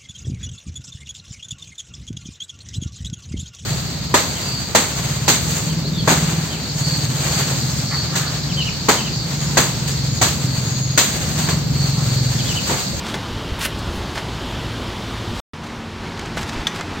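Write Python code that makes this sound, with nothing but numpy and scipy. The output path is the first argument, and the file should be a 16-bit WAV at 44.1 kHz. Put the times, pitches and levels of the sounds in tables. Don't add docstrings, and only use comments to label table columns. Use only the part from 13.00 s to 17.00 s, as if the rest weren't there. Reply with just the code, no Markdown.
import sys
import numpy as np
from scipy import signal
from scipy.fft import rfft, irfft, next_fast_len
from scipy.io import wavfile
from scipy.ndimage import uniform_filter1d, map_coordinates

SR = 44100
rng = np.random.default_rng(int(sys.argv[2]) if len(sys.argv) > 2 else 0)


def transcribe(signal):
    frames = np.atleast_2d(signal).T
    limited = np.clip(frames, -1, 1)
    pcm = np.round(limited * 32767).astype(np.int16)
    wavfile.write(sys.argv[1], SR, pcm)


N = 176400

CUT_S, RESUME_S, TOP_HZ = 2.402, 2.5345, 15850
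HUM_DRIFT_RAD, HUM_WAVER_DB = 0.35, 2
BUMP_DECAY_CYCLES = 0.63
WALL_DB, WALL_T60_S, WALL_DELAY_S = -11, 0.16, 0.005
CRACK_DB, CRACK_T60_S = -11, 0.035
GRAINS_PER_S, GRAIN_POWER_SHARE = 1500, 0.48
TICK_ATTACK_S, TICK_T60_S = 0.00049, 0.023

# f/Hz, relative density/dB
TRAFFIC_SPECTRUM_1 = [(15, -24.5), (45, -9.5), (80, -4), (140, -6.5), (230, -6), (330, -9.5), (480, -13.5),
                      (640, -15), (765, -16), (900, -13.5), (1890, -21.5), (2600, -22.5), (3090, -18.5),
                      (4500, -24), (5800, -30), (7400, -34), (9090, -40.5), (11100, -42.5), (15800, -50.5)]
TRAFFIC_SPECTRUM_2 = [(15, -26), (45, -14), (85, -4), (115, -7), (168, -5.5), (205, -9), (329, -9.5),
                      (403, -12), (490, -16), (680, -16.5), (900, -13.5), (1290, -18.5), (1730, -19.5),
                      (3100, -23), (4520, -26.5), (7000, -35), (10000, -45), (15800, -56)]
# t/s, level/dB
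TRAFFIC_LEVEL_1 = [(0, -27), (.3, -27.5), (.45, -28), (.9, -27.5), (1.1, -27.5), (1.9, -27.5), (2.4, -28)]
TRAFFIC_LEVEL_2 = [(2.53, -34), (2.85, -30.5), (3.15, -30.5), (3.35, -28.5), (3.55, -27), (3.75, -29.5),
                   (4, -31.5)]
# f/Hz, level/dB
HUM_TONES_1 = [(53.8, -38), (113, -37), (170, -49), (344.5, -47.5)]
HUM_TONES_2 = [(91.5, -43.5), (172.3, -45.5), (226.1, -40)]
# t/s, gain/dB
HUM_SWELL_1 = [(0, -10), (.5, -4), (.8, 1), (1.3, 0.5), (2, 1), (2.35, 0.5)]
# t/s, level/dB
WIND_LEVEL = [(0, -51), (.28, -45), (.34, -29), (.42, -47), (.52, -35), (.68, -38), (.86, -30.5),
              (1.1, -42), (1.5, -42), (1.95, -45), (2.25, -34), (2.4, -35), (2.55, -52), (2.85, -45),
              (3.02, -37), (3.2, -40), (3.57, -37), (3.7, -48)]
# f/Hz, relative density/dB
WIND_SPECTRUM = [(10, -30), (25, -6), (55, -0.5), (90, -0.5), (160, -12.5), (300, -23), (900, -68.5)]
# t/s, level/dB, f/Hz
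MIC_BUMPS = [(.311, -18.5, 75), (.334, -21.5, 150), (0.363, -21.5, 110), (.52, -11.5, 71),
             (.889, -14.5, 87.5), (.977, -16, 80), (2.311, -18.5, 55.2), (3.562, -21.5, 35),
             (3.594, -20.5, 45)]
# t/s, level/dB
OBJECT_CONTACTS = [(.1418, -22.5), (3.6694, -9.5), (3.6708, -11), (3.6724, -12.5)]
# f/Hz, level/dB, t60/s
OBJECT_MODES = [(790, -28, .08), (1887, -22, .09), (3435, -3, .03), (3486, -4.5, 0.027), (3900, -19, .05),
                (4650, -20, 0.037), (5990, -26, .2), (6060, -18, .045), (6500, -28, .07), (8160, -31, .05)]
# peak t/s, rise/s, fall/s, level/dB, tilt/(dB/octave)
FINGER_RUBS = [(.085, 0.042, 0.058, -33, 0.5), (.146, .008, .012, -31, 1), (.62, .018, .025, -25.5, .5),
               (.655, .025, 0.0097, -25.5, 2), (.79, .006, .008, -40, 6), (1.157, .008, .01, -31, 0.5),
               (1.18, .012, .018, -26.5, -2), (2.39, 0.045, .02, -38.5, 2), (2.641, .006, 0.01, -33.5, -2),
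               (2.668, .005, 0.009, -36, -1), (3.378, .009, .02, -27, -0.5),
               (3.418, 0.023, 0.027, -32, -0.5), (3.49, 0.026, 0.013, -32.5, -1),
               (3.535, 0.02, 0.016, -34, -2), (3.76, 0.02, 0.026, -34, 0), (3.797, 0.017, .012, -34, -3)]
# peak t/s, rise/s, fall/s, level/dB
SKIN_SLIDES = [(.594, .002, .003, -32), (.63, .025, .025, -29), (.657, 0.013, .011, -23.5),
               (.96, 0.034, .045, -46), (3.375, .008, .015, -43), (3.414, .006, .016, -44)]
# f/Hz, relative density/dB
RUB_SPECTRUM = [(100, -12), (500, -10.5), (900, -1.5), (1700, 0.5), (2300, -2.5), (3300, -1.5), (5000, -6),
                (7000, -9), (10000, -17.5), (15500, -28)]
SLIDE_SPECTRUM = [(300, -25.5), (1400, 1.5), (2000, -1), (2700, 11.5), (3800, -7.5), (7000, -5),
                  (11000, 0.5), (15500, -8.5)]
TICK_SPECTRUM = [(100, -12), (600, -7.5), (1200, 0), (1800, 4), (2700, -9.5), (3450, -1), (4800, -5.5),
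                 (7200, -10), (10000, -22.5), (15500, -33)]
# t/s, level/dB, tilt/(dB/octave)
CASE_TICKS = [(.0667, -27, 2), (0.1416, -24.5, 3), (.1525, -30, 6), (.6485, -17.5, 0), (0.655, -16.5, -0.5),
              (3.174, -26, -1), (3.193, -20, 0.5), (3.2126, -24.5, -3), (3.257, -24, 0), (3.4303, -19.5, 0),
              (3.4942, -19.5, 0.5), (3.7592, -30.5, 5.5), (3.809, -22, 0), (3.8118, -24, -1.5)]
# t/s, level/dB, fingertip low-pass corner/Hz
CASE_KNOCKS = [(.1435, -16.5, 4000), (.147, -19.5, 2500), (.6565, -18.5, 2500), (1.1555, -19, 1200),
               (1.1745, -20, 3000), (1.179, -19, 2500), (3.372, -6.5, 800), (3.378, -12.5, 900),
               (3.7985, -16.5, 1200), (3.8115, -21, 3500)]
# f/Hz, level/dB, t60/s
SHELL_MODES = [(710, -11, 0.022), (886, -9, 0.028), (1170, -11.5, 0.025), (1490, -4.5, 0.034),
               (1778, -5.5, 0.038), (2070, -5.5, 0.063), (3400, -8, .025)]


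def amp(db):
    return 10 ** (np.asarray(db) / 20)


def unit_rms(x):
    return x / np.sqrt(np.mean(x ** 2) + 1e-20)


def time_s():
    return np.arange(N) / SR


def envelope_db(points):
    return np.interp(time_s(), *np.transpose(points))


def spectrum_db(points, hz):
    knots_hz, db = np.transpose(points)
    return np.interp(np.log(hz + 1), np.log(knots_hz + 1), db)


def wobble(knots_per_s):
    return map_coordinates(rng.standard_normal(400), [time_s() * knots_per_s + 2], mode="wrap")


def filtered(x, response):
    size = next_fast_len(len(x) + 8192)
    return irfft(rfft(x, size) * response(np.fft.rfftfreq(size, 1 / SR)), size)[:len(x)]


def add(track, start_s, sound):
    start = round(start_s * SR)
    sound = sound[max(-start, 0):]
    part = track[max(start, 0):][:len(sound)]
    part += sound[:len(part)]


def traffic(spectrum, level, patch_db, sway_db):
    bins = signal.stft(rng.standard_normal(N), nperseg=512)[2]
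    patches = uniform_filter1d(rng.standard_normal(bins.shape), size=6, axis=0)
    patches = uniform_filter1d(patches, size=14, axis=1)
    noise = signal.istft(bins * amp(patch_db * unit_rms(patches)), nperseg=512)[1][:N]
    wash = unit_rms(filtered(noise, lambda hz: amp(spectrum_db(spectrum, hz))))
    return wash * amp(envelope_db(level) + sway_db * wobble(12))


def machinery(tones):
    out = np.zeros(N)
    for hz, db in tones:
        peak = np.sqrt(2) * amp(db + HUM_WAVER_DB * wobble(5))
        out += peak * np.sin(2 * np.pi * hz * time_s() + HUM_DRIFT_RAD * wobble(5.99))
    return out


def wind():
    rumble = filtered(rng.standard_normal(N), lambda hz: amp(spectrum_db(WIND_SPECTRUM, hz)))
    return unit_rms(rumble) * amp(envelope_db(WIND_LEVEL))


def bumps():
    out, t = np.zeros(N), np.arange(SR // 4) / SR
    for start_s, db, hz in MIC_BUMPS:
        add(out, start_s, amp(db) * np.sin(2 * np.pi * hz * t) * np.exp(-hz * t / BUMP_DECAY_CYCLES))
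    return out


def wall_echo(x):
    t = np.arange(SR // 3) / SR
    tail = rng.standard_normal(len(t)) * amp(-60 * t / WALL_T60_S) * (t > WALL_DELAY_S)
    return signal.fftconvolve(x, tail / np.linalg.norm(tail))[:N]


def friction(spectrum, tilt_db_oct, size):
    slips = (rng.random(size) < GRAINS_PER_S / SR) * rng.standard_normal(size)
    hiss = rng.standard_normal(size)
    force = np.sqrt(GRAIN_POWER_SHARE) * unit_rms(slips) + np.sqrt(1 - GRAIN_POWER_SHARE) * hiss
    octaves = lambda hz: np.log2(np.maximum(hz, 600) / 2000)
    return unit_rms(filtered(force, lambda hz: amp(spectrum_db(spectrum, hz) + tilt_db_oct * octaves(hz))))


def ring(modes, t):
    return sum(amp(db + rng.normal(0, 1) - 60 * t / t60_s) * np.sin(2 * np.pi * hz * t)
               for hz, db, t60_s in modes)


def clinks():
    out, t = np.zeros(N), np.arange(SR // 3) / SR
    decay = amp(CRACK_DB - 60 * t / CRACK_T60_S)
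    for start_s, db in OBJECT_CONTACTS:
        crack = decay * friction(TICK_SPECTRUM, tilt_db_oct=2.0, size=len(t))
        add(out, start_s, amp(db) * (ring(OBJECT_MODES, t) + crack))
    return out


def fingers():
    out, t = np.zeros(N), np.arange(-SR // 4, SR // 4) / SR
    stroke = lambda rise_s, fall_s: np.exp(-(t / np.where(t < 0, rise_s, fall_s)) ** 2)
    for peak_s, rise_s, fall_s, db, tilt_db_oct in FINGER_RUBS:
        rub = friction(RUB_SPECTRUM, tilt_db_oct, size=len(t))
        add(out, peak_s + t[0], amp(db) * stroke(rise_s, fall_s) * rub)
    for peak_s, rise_s, fall_s, db in SKIN_SLIDES:
        slide = friction(SLIDE_SPECTRUM, tilt_db_oct=0, size=len(t))
        add(out, peak_s + t[0], amp(db) * stroke(rise_s, fall_s) * slide)
    return out


def case():
    out, t = np.zeros(N), np.arange(SR // 4) / SR
    tick_shape = amp(-60 * t / TICK_T60_S) * (1 - np.exp(-t / TICK_ATTACK_S))
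    for start_s, db, tilt_db_oct in CASE_TICKS:
        add(out, start_s, amp(db) * tick_shape * friction(TICK_SPECTRUM, tilt_db_oct, size=len(t)))
    for start_s, db, corner_hz in CASE_KNOCKS:
        knock = filtered(ring(SHELL_MODES, t), lambda hz: (1 + 1j * hz / corner_hz) ** -2)
        add(out, start_s, amp(db) * knock)
    return out


def scene():
    spot_1 = traffic(TRAFFIC_SPECTRUM_1, TRAFFIC_LEVEL_1, patch_db=0.9, sway_db=-0.07)
    spot_1 += machinery(HUM_TONES_1) * amp(envelope_db(HUM_SWELL_1))
    spot_2 = traffic(TRAFFIC_SPECTRUM_2, TRAFFIC_LEVEL_2, patch_db=0.65, sway_db=1.24)
    spot_2 += machinery(HUM_TONES_2)
    background = np.where(time_s() < CUT_S, spot_1, spot_2)
    close = fingers() + case() + clinks()
    mono = background + close + amp(WALL_DB) * wall_echo(close) + bumps() + wind()
    return np.array([mono, mono])


def record(dry):
    running = (time_s() < CUT_S) | (time_s() > RESUME_S)
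    gate = uniform_filter1d(1.0 * running, size=32)
    return np.array([filtered(channel * gate, lambda hz: hz < TOP_HZ) for channel in dry])


dry = scene()
out = record(dry)
transcribe(out)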